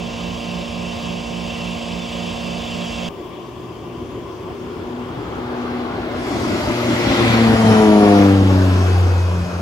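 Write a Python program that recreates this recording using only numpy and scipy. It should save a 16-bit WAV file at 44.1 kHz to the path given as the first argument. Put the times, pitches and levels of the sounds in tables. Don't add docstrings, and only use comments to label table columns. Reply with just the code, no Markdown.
import sys
import numpy as np
from scipy import signal
from scipy.fft import rfft, irfft, next_fast_len
from scipy.io import wavfile
from scipy.ndimage import uniform_filter1d, map_coordinates

SR = 44100
rng = np.random.default_rng(int(sys.argv[2]) if len(sys.argv) > 2 else 0)


def digitize_waveform(pressure):
    field = np.atleast_2d(pressure).T
    bounded = np.clip(field, -1, 1)
    quanta = np.round(bounded * 32767).astype(np.int16)
    wavfile.write(sys.argv[1], SR, quanta)


def volts(x):
    e = np.asarray(x, float) / 20
    return 10 ** e


N = 423801


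def unit(x):
    return x / np.sqrt(np.mean(x ** 2) + 1e-20)


def along(points, hz):
    f, v = np.transpose(points)
    return np.interp(np.log(hz + 1), np.log(f + 1), v)


def shape(points):
    return lambda hz: volts(along(points, hz))


def wobble(rate):
    knots = rng.standard_normal(int(N * rate / SR) + 4)
    return map_coordinates(knots, [np.arange(N) * rate / SR])


def filtered(x, response):
    m = next_fast_len(N + SR // 2)
    return irfft(rfft(x, m) * response(np.fft.rfftfreq(m, 1 / SR)), m)[..., :N]


def rush(gain, alike, patchy_db):
    z = signal.stft(rng.standard_normal((2, N)), nperseg=512)[2]
    field = uniform_filter1d(rng.standard_normal(z.shape[1:]), size=6, axis=0)
    field = uniform_filter1d(field, size=12, axis=1)
    pair = signal.istft(z * volts(patchy_db * unit(field)), nperseg=512)[1][:, :N]
    turn = lambda hz: np.arccos(np.clip(along(alike, hz), -1, 1)) / 2
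    mid, side = filtered(pair, lambda hz: gain(hz) * [np.cos(turn(hz)), np.sin(turn(hz))])
    return unit(np.array([mid + side, mid - side]))


def placed(pair, pan, lag_ms):
    sides = np.array([[.5], [-.5]])
    lag = lambda hz: np.exp(-2j * np.pi * hz * sides * lag_ms / 1000)
    return filtered(pair, lambda hz: volts(sides * along(pan, hz)) * lag(hz))


def tone(turns, db, flutter_db, drift):
    level = np.sqrt(2) * volts(db + flutter_db * wobble(12))
    return level * np.sin(2 * np.pi * turns + drift * wobble(9))


def casing(f):
    # centre_hz, width_hz, level_db
    rattle = [(565, 65, 10), (710, 38, 8.5), (1020, 66, 5), (2300, 60, 0.5), (2721, 51, 11), (2990, 180, 4),
              (3116, 190, 3), (3300, 22, 11.5), (3510, 48, 8), (4090, 340, -5.5), (4730, 54, 7),
              (4905, 53, 6.5)]
    return volts(sum(db * (w / 2) ** 2 / ((f - c) ** 2 + (w / 2) ** 2) for c, w, db in rattle))


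def pump(shaft_hz, orders, form, buzz_db):
    t = np.arange(N) / SR
    turns = shaft_hz * t + 0.00084 * wobble(2)
    belt = 3.56 * (t - .13) + .5
    tones = 0
    for (k, db, pan_db, belt_db), start in zip(orders, rng.random(len(orders))):
        k = round(k)
        order = np.sin(2 * np.pi * (k * turns + start))
        sideband = volts(belt_db) * np.sin(2 * np.pi * (k * turns + start + belt))
        sides_db = db + 1 + pan_db * np.array([[.5], [-.5]]) - abs(pan_db) / 4
        tones = tones + volts(sides_db) * (order + sideband)
    cycle = rng.standard_normal((2, 1024))
    sides = (cycle[0], 0.92 * cycle.sum(0))
    buzz = np.array([np.interp(turns % 1, np.arange(1024) / 1024, side, period=1) for side in sides])
    buzz = filtered(buzz, lambda f: shape(form)(f) * casing(f) * (f > 250) * (f < 5500))
    return tones, volts(buzz_db) * unit(buzz)


def near_spot():
    # multiple, level_db, left_minus_right_db, belt_sideband_db
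    orders = [(1.99, -43.5, -10, -18), (6.08, -31.5, -7, -2), (7.2, -48, -16, -34), (7.92, -29.5, -6, -58),
              (10, -43.5, 15, -33), (12.26, -43, -19, -12), (14, -46, -16, -4.5), (14.1, -68, -6, -24),
              (15.94, -39.5, -5, -53), (17, -60, -20, -14), (17.92, -45, 6, -46), (18.56, -57, -6, 4),
              (20.1, -42, 4, -25.5), (23.3, -47, -1, -32), (24.13, -44.5, -33, -40), (25, -67, 20, -16),
              (25.76, -46.5, -22, -29), (27.07, -63, 25, -24), (29.2, -76, -7, -21), (31.07, -49, -12, -9),
              (32, -49, -13, -27), (34.06, -49, 6, -18), (36, -42.5, -7, -38), (36.8, -50, -6, -34),
              (42.44, -65, 2, 5), (47.8, -72, -13, -12), (56.3, -58, 12, -17), (75.3, -64, -6, -15),
              (79.5, -49.5, -3, -19), (89.4, -49, 28, -11.5)]
    # frequency_hz, level_db (per Hz)
    form = [(15, -61), (25, -58), (50, -5), (140, -7.5), (320, -19.5), (570, -20.5), (1150, -22),
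            (1430, -30.5), (2000, -26.5), (2730, -19.5), (3800, -23.5), (7260, -30.5), (11500, -44.5),
            (16000, -52)]
    # frequency_hz, likeness (0 to 1)
    alike = [(60, 1), (130, 0.85), (290, 0.28), (640, 0.063), (1410, 0.044), (3100, 1), (6820, 0.8),
             (15000, 0.53)]
    # frequency_hz, left_minus_right_db
    pan = [(60, -2.5), (130, 6.5), (290, -13.5), (640, 0), (1410, -5), (3100, -0.5), (6820, 0.0),
           (15000, 1)]
    start_db = [-40, -36, -36.5]
    rise_db = [-0.8, 0.77, 0.7]
    t = np.arange(N) / SR
    shaft_hz, low_hz, high_hz = 29.106, 300, 1500
    thrum_db, casing_db, hiss_db = [db + rise * t for db, rise in zip(start_db, rise_db)]
    tones, buzz = pump(shaft_hz, orders, form, buzz_db=-41.5)
    noise = rush(lambda f: shape(form)(f) * casing(f), alike, patchy_db=1.0)
    noise = noise * (1 + .08 * np.cos(2 * np.pi * shaft_hz * t)) * volts(.4 * wobble(5))
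    noise = volts(-31.5) * noise + buzz
    share = lambda lo, hi: filtered(noise, lambda f: 1 / (1 + (f / hi) ** 4) - 1 / (1 + (f / lo) ** 4))
    layers = volts(thrum_db + 40.0) * share(1, low_hz)
    layers = layers + volts(casing_db + 38.5) * share(low_hz, high_hz)
    layers = layers + volts(hiss_db + 36.0) * share(high_hz, SR)
    return placed(layers, pan, lag_ms=0.022) + tones


def yard():
    # multiple, level_db, left_minus_right_db, belt_sideband_db
    orders = [(6, -49, 5, 0), (8, -45, 12, -18), (16, -54, 3, -13), (24, -53, 0, -16), (26, -56, 0, -8),
              (32, -57, 0, -3), (35, -52, 6, -7), (40, -60, 6, 0), (80, -63, 8, -13), (88, -68, 11, -14),
              (112, -65, 9, -8)]
    # frequency_hz, level_db (per Hz)
    form = [(15, -66), (25, -30), (55, -10.5), (240, -13.5), (367, 0.5), (508, -16), (820, -18),
            (1120, -12.5), (1310, -28), (2400, -28.5), (3300, -27), (3900, -34.5), (7260, -47),
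            (16000, -47)]
    # frequency_hz, likeness (0 to 1)
    alike = [(60, 1), (130, 0.78), (290, 1), (640, 0.72), (1410, 0.31), (3100, 0.43), (6820, 0.31),
             (15000, 0.35)]
    # frequency_hz, left_minus_right_db
    pan = [(60, -1), (130, 3), (290, 0.5), (640, 2.5), (1410, 6.5), (3100, 5.5), (6820, -1), (15000, 4)]
    tones, buzz = pump(29.055, orders, form, buzz_db=-42.5)
    noise = rush(lambda f: shape(form)(f) * casing(f) ** 0.67, alike, patchy_db=1.5)
    noise = volts(-34 + 0.21 * wobble(3.0)) * noise
    return placed(noise + buzz, pan, lag_ms=0) + tones


def flight():
    speed_m_s, closest_m, closest_s, sound_m_s, blade_hz = 62.35, 59.5, 8.151, 343, 100.93
    sent = np.linspace(-9, 4, num=4000)
    metres = np.hypot(closest_m, speed_m_s * sent)
    cos = speed_m_s * sent / metres
    s = closest_s + sent + (metres - closest_m) / sound_m_s
    spread_db = 20 * np.log10(closest_m / metres)
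    return s, metres, cos, blade_hz / (1 + speed_m_s * cos / sound_m_s), spread_db


def heard(rows):
    s = flight()[0]
    return [np.interp(np.arange(N) / SR, s, row) for row in rows]


def blade_turns():
    return np.cumsum(heard([flight()[3]])[0]) / SR


def trees():
    return 1 / (1 + np.exp(np.clip((flight()[0] - 6.17) / 0.044, -50, 50)))


def fields():
    _, metres, cos, _, _ = flight()
    return np.clip(metres - 201, 0, None) * (cos < 0) / 100


def mirrors():
    # gain, delay_ms per bearing cosine, delay_ms per bearing sine, fixed_delay_ms
    rows = [
        (.59, -1.22, 4.05, .12),
        (.2, -8.64, 3.0, 1.16),
        (-.21, 1.29, 12.49, -3.56),
    ]
    cos = flight()[2]
    delays = [along_ms * cos + across_ms * np.sqrt(1 - cos ** 2) + ms for _, along_ms, across_ms, ms in rows]
    return [row[0] for row in rows], delays


def blade_tones():
    # time_s, gain_db
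    fading = [(3.1, 2.5), (4.4, -1.5), (4.9, 3.5), (5.8, 5), (6.2, -2.5), (6.5, -4.5), (7.1, 0.7),
              (7.55, 1.6), (8.2, 0.3), (8.8, 0.3), (9.05, 4), (9.61, -1.5)]
    # time_s, overtone, gain_db, length_s
    bursts = [(3.75, 1, 10, 0.44), (4.603, 3, 6, 0.31), (4.952, 2, 5.5, 0.25), (5.803, 3, 3.5, 0.11),
              (6.497, 2, 10, 0.11), (6.804, 1, 4.5, .15), (6.87, 2, 4, 0.1), (7.007, 3, 7, 0.031),
              (7.12, 2, -9, 0.14), (7.13, 1, -8, 0.052), (7.222, 3, 8.5, 0.07), (7.325, 1, 2.5, 0.067),
              (7.416, 2, 3.5, 0.054), (7.7, 1, 7.5, 0.045), (7.704, 3, -15, 0.093), (7.93, 1, -4.5, 0.22),
              (8.125, 3, 2, 0.34), (9.1, 2, -6, 0.054), (9.398, 2, 8.5, 0.12), (9.5, 1, -21, 0.034),
              (6.646, 5, 17, 0.23), (7.72, 5, -16, 0.29), (7.75, 7, 3, 0.38), (7.9, 9, 1, 0.27),
              (7.9, 11, 3, 0.24), (9.103, 3, -19, .15)]
    scatter_db = [-63, -34, -37.5]
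    s, _, cos, hz, spread_db = flight()
    k = np.arange(1, 15)[:, None]
    reflections = zip(*mirrors())
    comb = abs(1 + sum(gain * np.exp(-2j * np.pi * k * hz * ms / 1000) for gain, ms in reflections))
    path_db = spread_db + np.interp(s, *np.transpose(fading))
    beam_db = -11.5 - 2.45 * k - (3.6 + 7 * k) * (cos + .23 - .29 / k) ** 2
    burst_db = sum((k == round(number)) * db * np.exp(-((s - at) / long) ** 2) for at, number, db, long in bursts)
    levels = heard(beam_db + path_db + burst_db - 14 * trees() + 20 * np.log10(comb))
    round_path_db = path_db - 10.5 * cos - 8 * fields()
    round_db = heard([round_path_db + db + burst for db, burst in zip(scatter_db, burst_db)])
    for low, db in enumerate(round_db):
        scattered = volts(2.214 * (db + 3.5 * wobble(5)))
        levels[low] = 10 * np.log10(volts(2 * levels[low]) + scattered)
    turns = blade_turns()
    return sum(tone(n * turns + .04 * n * n, db, flutter_db=.4 + .12 * n, drift=.04 * n)
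               for n, db in enumerate(levels, 1))


def engine_whine():
    # time_s, gear_db, compressor_db, length_s
    glints = [(6.3, 5, -20, .2), (6.8, -5, 2, .25), (7.7, 8, 3, .15), (8.25, -10, -1, .25),
              (9.35, 5, 0, .3)]
    s, _, cos, _, spread_db = flight()
    glint = sum(np.outer(row[1:3], np.exp(-((s - row[0]) / row[3]) ** 2)) for row in glints)
    gear_db = -43.5 - 12 * trees()
    compressor_db = -45 - 42 * trees() - 14 * (cos + .31) ** 2
    gear_db, compressor_db = heard(glint + spread_db + [gear_db, compressor_db])
    turns = blade_turns()
    gear = tone(28.3 * turns + .15 * wobble(60), gear_db - 4, flutter_db=2, drift=1)
    smear = .65 * np.array([wobble(200), wobble(200)])
    return gear + tone(96.7 * turns + smear, compressor_db, flutter_db=1.5, drift=1)


def flow_levels():
    # abeam_db, louder_ahead_db, air_loss_db and field_loss_db per 100 m, tree_loss_db
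    layers = [
        (-33.5, 6, 1.3, 0, 1.6),
        (-23.5, 4.5, 3.5, 7, -1.5),
        (-35, 6.5, 6.5, 2.5, 1.5),
        (-39.5, 3.5, -0.5, -3, 12.5),
    ]
    # time_s, gain_db
    swell = [(3.1, -2.1), (5.6, 1), (5.68, 2.5), (5.84, 0.5), (6.17, 0), (6.3, 1), (6.58, 1.5),
             (6.67, -0.1), (7.03, 0.5), (7.18, 1.5), (7.64, -0.5), (7.72, 2), (7.94, -2.5), (8.2, 1),
             (8.38, -2), (8.9, 1.5), (9.21, -0.5), (9.61, -0.7)]
    inlet_db = [.1, 0.32, 5, 1.4]
    s, metres, cos, _, spread_db = flight()
    common_db = spread_db + np.interp(s, *np.transpose(swell))
    facing = np.exp(-((cos + 0.718) / 0.13) ** 2)
    rows = []
    for (db, ahead_db, air_db, field_db, tree_db), intake_db in zip(layers, inlet_db):
        loss_db = air_db * (metres - 59.5) / 100 + field_db * fields() + tree_db * trees()
        rows.append(db + common_db - ahead_db * cos - loss_db + intake_db * facing)
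    return heard(rows)


def exhaust_hoot(roar_db):
    band = map_coordinates(rng.standard_normal(N // 150 + 4), [np.arange(N) / 150])
    return volts(roar_db - 1.5) * band * np.sin(2 * np.pi * 17.3 * blade_turns())


def airflow(flow_db):
    # frequency_hz, level_db (per Hz)
    rumble = [(22, -47), (45, -6), (90, 4), (150, 1.5), (260, 6), (400, 1), (560, -14), (800, -57)]
    body = [(300, -34.5), (450, 3.5), (600, 3.5), (1000, -0.5), (1400, -1.5), (1800, -10.5), (2400, -48)]
    roar = [(1200, -55), (1600, -2), (2200, 2.5), (3000, -1.5), (4300, -5.5), (5500, -15.5), (7000, -50)]
    hiss = [(3500, -23), (4600, 2.5), (5500, 2.5), (7500, -2.5), (10500, -9.5), (13000, -10.5),
            (16000, -34), (17000, -58)]
    # frequency_hz, likeness (0 to 1)
    alike = [(100, 0.98), (300, 0.87), (700, 0.76), (1500, 0.41), (3000, 0.39), (7000, 0.26), (15000, 0.4)]
    gust_db = .25 * wobble(7)
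    trims_db, patches_db = [10.9, 0.91, 5.6, 2.9], [2.46, 1.3, 1.27, 1.9]
    flow = 0
    for db, form, trim_db, patchy_db in zip(flow_db, [rumble, body, roar, hiss], trims_db, patches_db):
        flow = flow + volts(db + trim_db + gust_db) * rush(shape(form), alike, patchy_db)
    ground_ms = heard([mirrors()[1][0]])[0]
    late = np.arange(N) - ground_ms * SR / 1000
    dull = filtered(flow, lambda f: 1 / (1 + (f / 1200) ** 4))
    echo = np.array([np.interp(late, np.arange(N), side) for side in dull])
    return flow + .38 * echo


def plane():
    # frequency_hz, left_minus_right_db
    pan = [(60, 0.5), (180, 1), (550, 4), (1650, 1), (4970, 1.5), (15000, -3)]
    flow_db = flow_levels()
    whine = engine_whine() + exhaust_hoot(flow_db[2])
    return placed(airflow(flow_db) + blade_tones(), pan, lag_ms=-0.18) + placed(whine, pan, lag_ms=-0.022)


def scene():
    first = np.arange(N) < 3.088 * SR
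    return np.where(first, near_spot(), yard() + plane())


def low_pass(x):
    return signal.sosfilt(signal.butter(12, 16540, fs=SR, output="sos"), x)


def record(dry):
    # low_hz, high_hz
    missing = [(8350, 9600), (12450, 13900), (15800, 22050)]
    # start_s, end_s, gain_db
    top_gains = [(0, 3.09, 2), (3.3, 6.2, -4), (6.2, 7.6, -12), (7.6, 7.95, -4), (9.2, 9.7, -6)]
    # start_s, end_s, low_hz, high_hz
    mono = [(0, 3.088, 3400, 7600), (5.9, 6.6, 6500, 7600), (8.15, 9.61, 6300, 7600)]
    top_hz = 13900
    dry = dry / (1 + abs(dry / .93) ** 8) ** (1 / 8)
    t = np.arange(N) / SR
    kept = lambda f: 1 - sum((f > lo) * (f < hi) for lo, hi in missing)
    mid = filtered((dry[0] + dry[1]) / 2, lambda f: volts(5 * (f > top_hz)) * kept(f))
    change = sum((volts(db) - 1) * (t >= a) * (t < b) for a, b, db in top_gains)
    mid = mid + change * filtered(mid, lambda f: f > top_hz)
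    side = filtered((dry[0] - dry[1]) / 2, lambda f: (f < 14500) * (abs(f - 11050) > 650))
    band = lambda lo, hi: filtered(side, lambda f: (f > lo) * (f < hi))
    side = side - sum((t >= a) * (t < b) * band(lo, hi) for a, b, lo, hi in mono)
    return low_pass(np.array([mid + side, mid - side]))


dry = scene()
out = record(dry)
digitize_waveform(out)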